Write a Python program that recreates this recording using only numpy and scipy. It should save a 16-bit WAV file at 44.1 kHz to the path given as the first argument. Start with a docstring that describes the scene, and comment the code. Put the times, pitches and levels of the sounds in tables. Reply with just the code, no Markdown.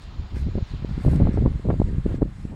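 """Wind blows over a field of tall dry grass. From the start the field hisses, nearby stalks tick and swish,
and eddies rumble and thump on the microphone. An airy tone soon glides down through the hiss.
After a second a gust builds and rushes through the grass: the rumble turns lumpy, with sharp thumps,
short flutters and crackle. An insect then trills faintly while the far hiss fades."""
import sys
import numpy as np
from scipy import signal
from scipy.io import wavfile

SR = 44100
rng = np.random.default_rng(int(sys.argv[2]) if len(sys.argv) > 2 else 0)


def int16_out(signal):
    """Quantize to a 16-bit WAV file."""
    q = np.round(np.clip(np.atleast_2d(signal).T, -1, 1) * 32767)
    wavfile.write(sys.argv[1], SR, q.astype(np.int16))


N = 112454
TIME = np.arange(N) / SR


def from_db(db):
    """Amplitude grows tenfold with every 20 dB."""
    return 10 ** (np.asarray(db) / 20)


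def rms_one(x):
    """Normalisation: scale a signal to unit rms."""
    return x / np.sqrt(np.mean(x ** 2) + 1e-20)


def level(rows):
    """Amplitude envelope, linear in dB between points. Each row: time in seconds, level in dB."""
    return from_db(np.interp(TIME, *np.transpose(rows)))


def swells(rows):
    """Sum of Gaussian envelopes. Each row: middle in seconds, level in dB, half-length in seconds."""
    return sum(from_db(db) * np.exp(-.5 * ((TIME - s) / half) ** 2) for s, db, half in rows)


def drift(rate_hz):
    """Random modulation: white noise smoothed by a two-pole low-pass, with rms near 1."""
    step, settle = 20, 2000  # one value per 20 samples; the first 2000 let the filter settle
    pole = np.exp(-2 * np.pi * step * rate_hz / SR)
    white = rng.standard_normal(N // step + settle + 2)
    slow = signal.lfilter([1], [1, -2 * pole, pole * pole], white)[settle:]
    return np.interp(np.arange(N) / step, np.arange(len(slow)), rms_one(slow))


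def banded_noise(spectrum, flicker_db, flicker_hz, bands):
    """Spectral shaping: adjacent noise bands follow a spectrum, each flickering on its own; rms 1."""
    hz, db = np.transpose(spectrum)
    edges = np.geomspace(max(hz[0], 12), min(hz[-1], .45 * SR), bands + 1)
    out = 0
    for low, high in zip(edges, edges[1:]):
        white = rng.standard_normal(N + SR // 4)
        band_pass = signal.butter(2, [low, high], "band", fs=SR, output="sos").repeat(2, axis=0)
        band = signal.sosfilt(band_pass, white)[-N:]
        band_db = np.interp(np.log(low * high) / 2, np.log(hz), db)
        out = out + band * from_db(band_db + flicker_db * drift(flicker_hz))
    return rms_one(out)


def airy_tone(hz, width_hz):
    """Narrow-band noise: sine and cosine of a steady or gliding pitch, each randomly modulated."""
    phase = 2 * np.pi * np.cumsum(hz * np.ones(N)) / SR
    return drift(width_hz) * np.sin(phase) + drift(width_hz) * np.cos(phase)


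def eddy(t, width_s):
    """A passing vortex makes a pressure pulse: a spike between two shallow troughs."""
    tightness = 1.396  # higher: deeper, shorter troughs
    distance_sq = (t / width_s) ** 2
    return (1 - distance_sq) / (1 + distance_sq / (2 * tightness - 1)) ** (tightness + 1)


def eddy_stream(per_s, width_s, width_spread, spread_db):
    """Turbulence as a Poisson process: eddies of random size and strength arrive by chance; rms 1."""
    out, reach, widths = np.zeros(N), SR // 40, width_s * np.ones(N)
    arrivals = np.flatnonzero(rng.random(N) < per_s / SR)
    size, strength = np.clip(rng.standard_normal((2, N)), -1.5, 1.5)
    for i in arrivals:
        near = slice(max(i - reach, 0), i + reach)
        width = widths[i] * np.exp(width_spread * size[i])
        out[near] += from_db(spread_db * strength[i]) * eddy(TIME[near] - TIME[i], width)
    return rms_one(out)


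def rumble():
    """Turbulent pressure on the microphone: stronger wind sweeps eddies past faster, in shorter pulses."""
    # Wind pressure. Each row: time in seconds, level in dB.
    wind_levels = [(0, -44), (.05, -41.5), (.17, -39), (.21, -34.5), (.25, -35), (.29, -44.5), (.33, -27),
                   (.365, -29), (.39, -32), (.42, -28.5), (.49, -25.5), (.525, -36), (.57, -23.5),
                   (.63, -42.5), (.66, -42), (.69, -52), (.71, -36.5), (.745, -30), (.785, -40.5),
                   (.82, -28.5), (.87, -35.5), (.91, -28), (.945, -33), (.99, -26.5), (1.025, -31.5),
                   (1.07, -11), (1.1, -22), (1.16, -16), (1.19, -21.5), (1.24, -20), (1.34, -26),
                   (1.41, -18.5), (1.55, -26.5), (1.62, -42), (1.68, -18), (1.77, -29.5), (1.9, -27.5),
                   (2.005, -27.5), (2.03, -41.5), (2.06, -21), (2.19, -30.5), (2.26, -26.5), (2.31, -41.5),
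                   (2.38, -38.5), (2.55, -34)]
    # Large, slow turbulence. Each row: frequency in Hz, relative spectral density in dB.
    rumble_spectrum = [(20, -1), (40, 3), (72, 1), (130, -6), (200, -13.5), (300, -26), (500, -28.5),
                       (900, -53)]
    wind_db = np.interp(TIME, *np.transpose(wind_levels))
    db_per_halving = 34  # the rise in wind that halves the pulse width
    width_s = .0022 * 2 ** ((wind_db.mean() - wind_db) / db_per_halving)
    slow = from_db(1.5) * banded_noise(rumble_spectrum, flicker_db=2, flicker_hz=9.7, bands=11)
    eddies = from_db(-2) * eddy_stream(per_s=110, width_s=width_s, width_spread=.33, spread_db=5.5)
    return from_db(wind_db) * (slow + eddies)


def field_hiss():
    """Incoherent summation: the countless stalks of the whole field merge into a smooth hiss."""
    # The far hiss. Each row: frequency in Hz, relative spectral density in dB.
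    field_spectrum = [(250, 10), (500, -1.5), (720, 1.5), (980, 5), (1400, -1), (2000, -3.5), (2800, -5),
                      (4100, -3), (5000, -10), (6000, -19.5), (7000, -16.5), (8500, -48), (12000, -39),
                      (16000, -32)]
    # Its envelope. Each row: time in seconds, level in dB.
    field_levels = [(0, -51.5), (.35, -51.5), (.7, -50.5), (1.0, -51.5), (1.3, -55), (1.5, -56),
                    (2.0, -60.5), (2.22, -64), (2.55, -70)]
    return level(field_levels) * banded_noise(field_spectrum, flicker_db=1.3, flicker_hz=8.6, bands=32)


def stand_rustle():
    """Amplitude modulation: the rustle of nearby grass, bent by the gust, varies as the stalks sway."""
    # The near rustle. Each row: frequency in Hz, relative spectral density in dB.
    stand_spectrum = [(400, -3), (1000, 0.5), (1900, -1.5), (2800, -9), (4200, -12), (5900, -21),
                      (7200, -13.5), (9500, -22), (11500, -30.5), (16000, -37.5)]
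    # Its envelope. Each row: time in seconds, level in dB.
    stand_levels = [(0, -66), (.8, -62), (1.0, -54), (1.14, -50), (1.22, -58.5), (1.33, -57.5),
                    (1.55, -57.5), (1.8, -54.5), (1.96, -54.5), (2.03, -56.5), (2.16, -52), (2.2, -59.5),
                    (2.33, -57), (2.42, -57), (2.55, -56)]
    rustle = banded_noise(stand_spectrum, flicker_db=1.5, flicker_hz=13, bands=28)
    sway = from_db(1.1 * drift(rate_hz=7.3))
    return level(stand_levels) * sway * rustle


def ticks():
    """Impulsive excitation: a stalk flicks, giving a noise burst that decays exponentially."""
    # Stalk flicks. Each row: start in seconds, level in dB.
    flicks = [(0.02, -51), (1.158, -44.5), (2.089, -61)]
    # Their colour. Each row: frequency in Hz, relative spectral density in dB.
    tick_spectrum = [(1800, 6.5), (3200, -2), (4600, 5.5), (6000, -6.5), (7800, 1), (9500, 0), (11500, -21),
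                     (13000, -22)]
    attack_s, decay_s = .0005, .004
    envelope = 0
    for start, db in flicks:
        age = np.maximum(TIME - start, 0)
        envelope += from_db(db) * np.minimum(age / attack_s, 1) * np.exp(-age / decay_s)
    return envelope * banded_noise(tick_spectrum, flicker_db=1.2, flicker_hz=36, bands=12)


def swishes():
    """Friction noise: grainy swishes of dry grass, each with its top treble cut steeply by a low-pass."""
    # Swishes. Each row: middle in seconds, level in dB, half-length in seconds,
    # spectral tilt in dB per octave, cutoff of the low-pass filter in Hz.
    swish_swells = [(0.034, -64, 0.022, 8, 9900), (0.37, -52, 0.015, -1.5, 12000),
                    (0.391, -55, 0.03, 1.5, 20000), (0.703, -59.5, 0.029, 0, 10500),
                    (0.903, -59.5, 0.012, 0, 9000), (1.05, -60.5, 0.023, 13, 12000),
                    (1.125, -59.5, 0.031, 14, 12300), (1.346, -58, .016, 3, 10200),
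                    (2.154, -56, 0.01, -2, 8500), (2.414, -65, 0.048, 4.5, 10000)]
    # Their common colour. Each row: frequency in Hz, relative spectral density in dB.
    swish_spectrum = [(1500, 11), (2400, 5), (3500, -6.5), (5200, 0.5), (6200, -8), (8000, -8),
                      (10500, -13.5), (13000, -20.5), (16000, -20)]
    hz, common_db = np.transpose(swish_spectrum)
    pivot_hz = 5000
    out = 0
    for middle, db, half, tilt, cutoff_hz in swish_swells:
        tilt_db = tilt * np.log2(hz / pivot_hz)
        low_pass_db = -10 * np.log10(1 + (hz / cutoff_hz) ** 20)
        colour = np.column_stack([hz, common_db + tilt_db + low_pass_db])
        grain = from_db(drift(rate_hz=250))  # 1 dB rms
        filtered_noise = banded_noise(colour, flicker_db=1.2, flicker_hz=55, bands=12)
        out += swells([(middle, db, half)]) * grain * filtered_noise
    return out


def thumps():
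    """Pressure transients: single strong vortices strike the microphone."""
    # Strong eddies. Each row: time in seconds, peak in dB, half-width in milliseconds.
    strong_eddies = [(0.197, -15, 3.55), (0.368, -19.5, 1.26), (0.427, -16, 2.5), (0.486, -22.5, 0.85),
                     (0.555, -14, 0.98), (0.578, -15, 1.02), (0.627, -11, 3.1), (0.848, -13.5, 1.06),
                     (0.98, -13, 1.6), (1.05, -15.5, 0.61), (1.063, -4.5, 4), (1.081, -16.5, 0.52),
                     (1.134, -17, 0.64), (1.156, -4.5, 1.97), (1.202, -7.5, 0.87), (1.221, -4, 1.3),
                     (1.24, -9.5, 7.3), (1.272, -14, 0.49), (1.293, -7, 1.5), (1.375, -13, 0.66),
                     (1.382, -9.5, 1.16), (1.424, -14.5, 0.97), (1.445, -11, 3.4), (1.461, 0, 1.0),
                     (1.479, -10.5, 1.7), (1.597, -23, 1.16), (1.688, -9.5, 0.81), (1.703, -8.5, 0.8),
                     (1.73, -14.5, 0.89), (1.741, -16.5, 0.78), (1.801, -2, 1.24), (1.818, -7, 0.66),
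                     (1.845, -11, 3.8), (1.93, -18, 1.3), (1.984, -8.5, 2.35), (2.063, -6.5, 1.02),
                     (2.144, -12.5, 1.08), (2.221, -4.5, 0.75), (2.228, -2.5, 1.08), (2.453, -15.5, 1.57)]
    return sum(from_db(db) * eddy(TIME - s, ms / 1000) for s, db, ms in strong_eddies)


def flutters():
    """Turbulent breakup: the airflow splits into short bursts of small eddies."""
    # Flutters. Each row: middle in seconds, level in dB, half-length in seconds.
    breakups = [(.583, -24.5, 0.0055), (.614, -40, 0.01), (1.135, -33, 0.01), (1.206, -17, .005),
                (1.225, -23.5, 0.0052), (1.272, -28.5, 0.023), (1.325, -39.5, 0.0088),
                (1.38, -17.5, 0.0046), (1.463, -23, 0.0081), (1.66, -23.5, 0.01), (1.706, -21, 0.011),
                (2.11, -36, 0.025), (2.224, -24, 0.0071), (2.535, -38.5, 0.028)]
    return swells(breakups) * eddy_stream(per_s=670, width_s=.0009, width_spread=.35, spread_db=6)


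def whistle():
    """An exponential glide: an airy tone swells as it falls through the hiss, then fades."""
    # The tone's envelope. Each row: time in seconds, level in dB.
    whistle_levels = [(.605, -90), (.635, -64.5), (.66, -73), (.71, -56), (.73, -61.5), (.81, -60.5),
                      (.86, -75), (.9, -120)]
    start_s, glide_s, start_hz, octaves_per_s = .6, .26, 7800, 8.1
    age = np.clip(TIME - start_s, 0, glide_s)
    pitch_hz = start_hz * 2 ** (-octaves_per_s * age)
    return level(whistle_levels) * airy_tone(pitch_hz, width_hz=300)


def gust_rush():
    """Flow noise: the gust passes through the grass in one broad midrange swell."""
    # The gust. Each row: middle in seconds, level in dB, half-length in seconds.
    gust_swell = [(1.2, -51, 0.2)]
    # Its colour. Each row: frequency in Hz, relative spectral density in dB.
    rush_spectrum = [(500, -0.5), (1200, 1), (2100, 1), (3000, -9.5), (4500, -24.5)]
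    return swells(gust_swell) * banded_noise(rush_spectrum, flicker_db=1.5, flicker_hz=15, bands=10)


def crackle():
    """Shorter pulses reach higher frequencies: the finest eddies of the roughest air crackle."""
    # Rough air. Each row: middle in seconds, level in dB, half-length in seconds.
    rough_spells = [(1.272, -41.5, .007), (1.378, -38.5, 0.0053), (1.464, -43, .004), (1.706, -33, 0.0074)]
    return swells(rough_spells) * eddy_stream(per_s=1000, width_s=.00036, width_spread=.3, spread_db=4)


def insect():
    """Stridulation: each wing stroke gives one pulse of a faint, high trill."""
    # The trill's envelope. Each row: time in seconds, level in dB.
    trill_levels = [(1.25, -100), (1.36, -78), (1.7, -76.5), (2.15, -79), (2.25, -88), (2.4, -77),
                    (2.55, -77)]
    strokes_per_s, stroke_at_s = 31.1, 1.402
    strokes = np.cos(np.pi * strokes_per_s * (TIME - stroke_at_s)) ** 4
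    return level(trill_levels) * strokes * airy_tone(hz=9950, width_hz=180)


def scene():
    """Superposition: the pressures of wind, grass, airy tone and insect add in one channel."""
    wind = gust_rush() + rumble() + thumps() + flutters() + crackle()
    grass = field_hiss() + stand_rustle() + ticks() + swishes()
    return (wind + grass + whistle() + insect())[None]


def record(dry):
    """Band limiting and saturation: the deepest bass and top treble are lost, hard thumps are rounded."""
    low_cut_hz, overload_peak, high_cut_hz = 17, .6, 15800
    microphone = signal.butter(1, low_cut_hz, "high", fs=SR, output="sos")
    recorder = signal.ellip(10, .3, 70, high_cut_hz, fs=SR, output="sos")
    pressure = signal.sosfilt(microphone, dry)
    rounded = pressure / (1 + (pressure / overload_peak) ** 4) ** .25
    return signal.sosfilt(recorder, rounded)


dry = scene()
out = record(dry)
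int16_out(out)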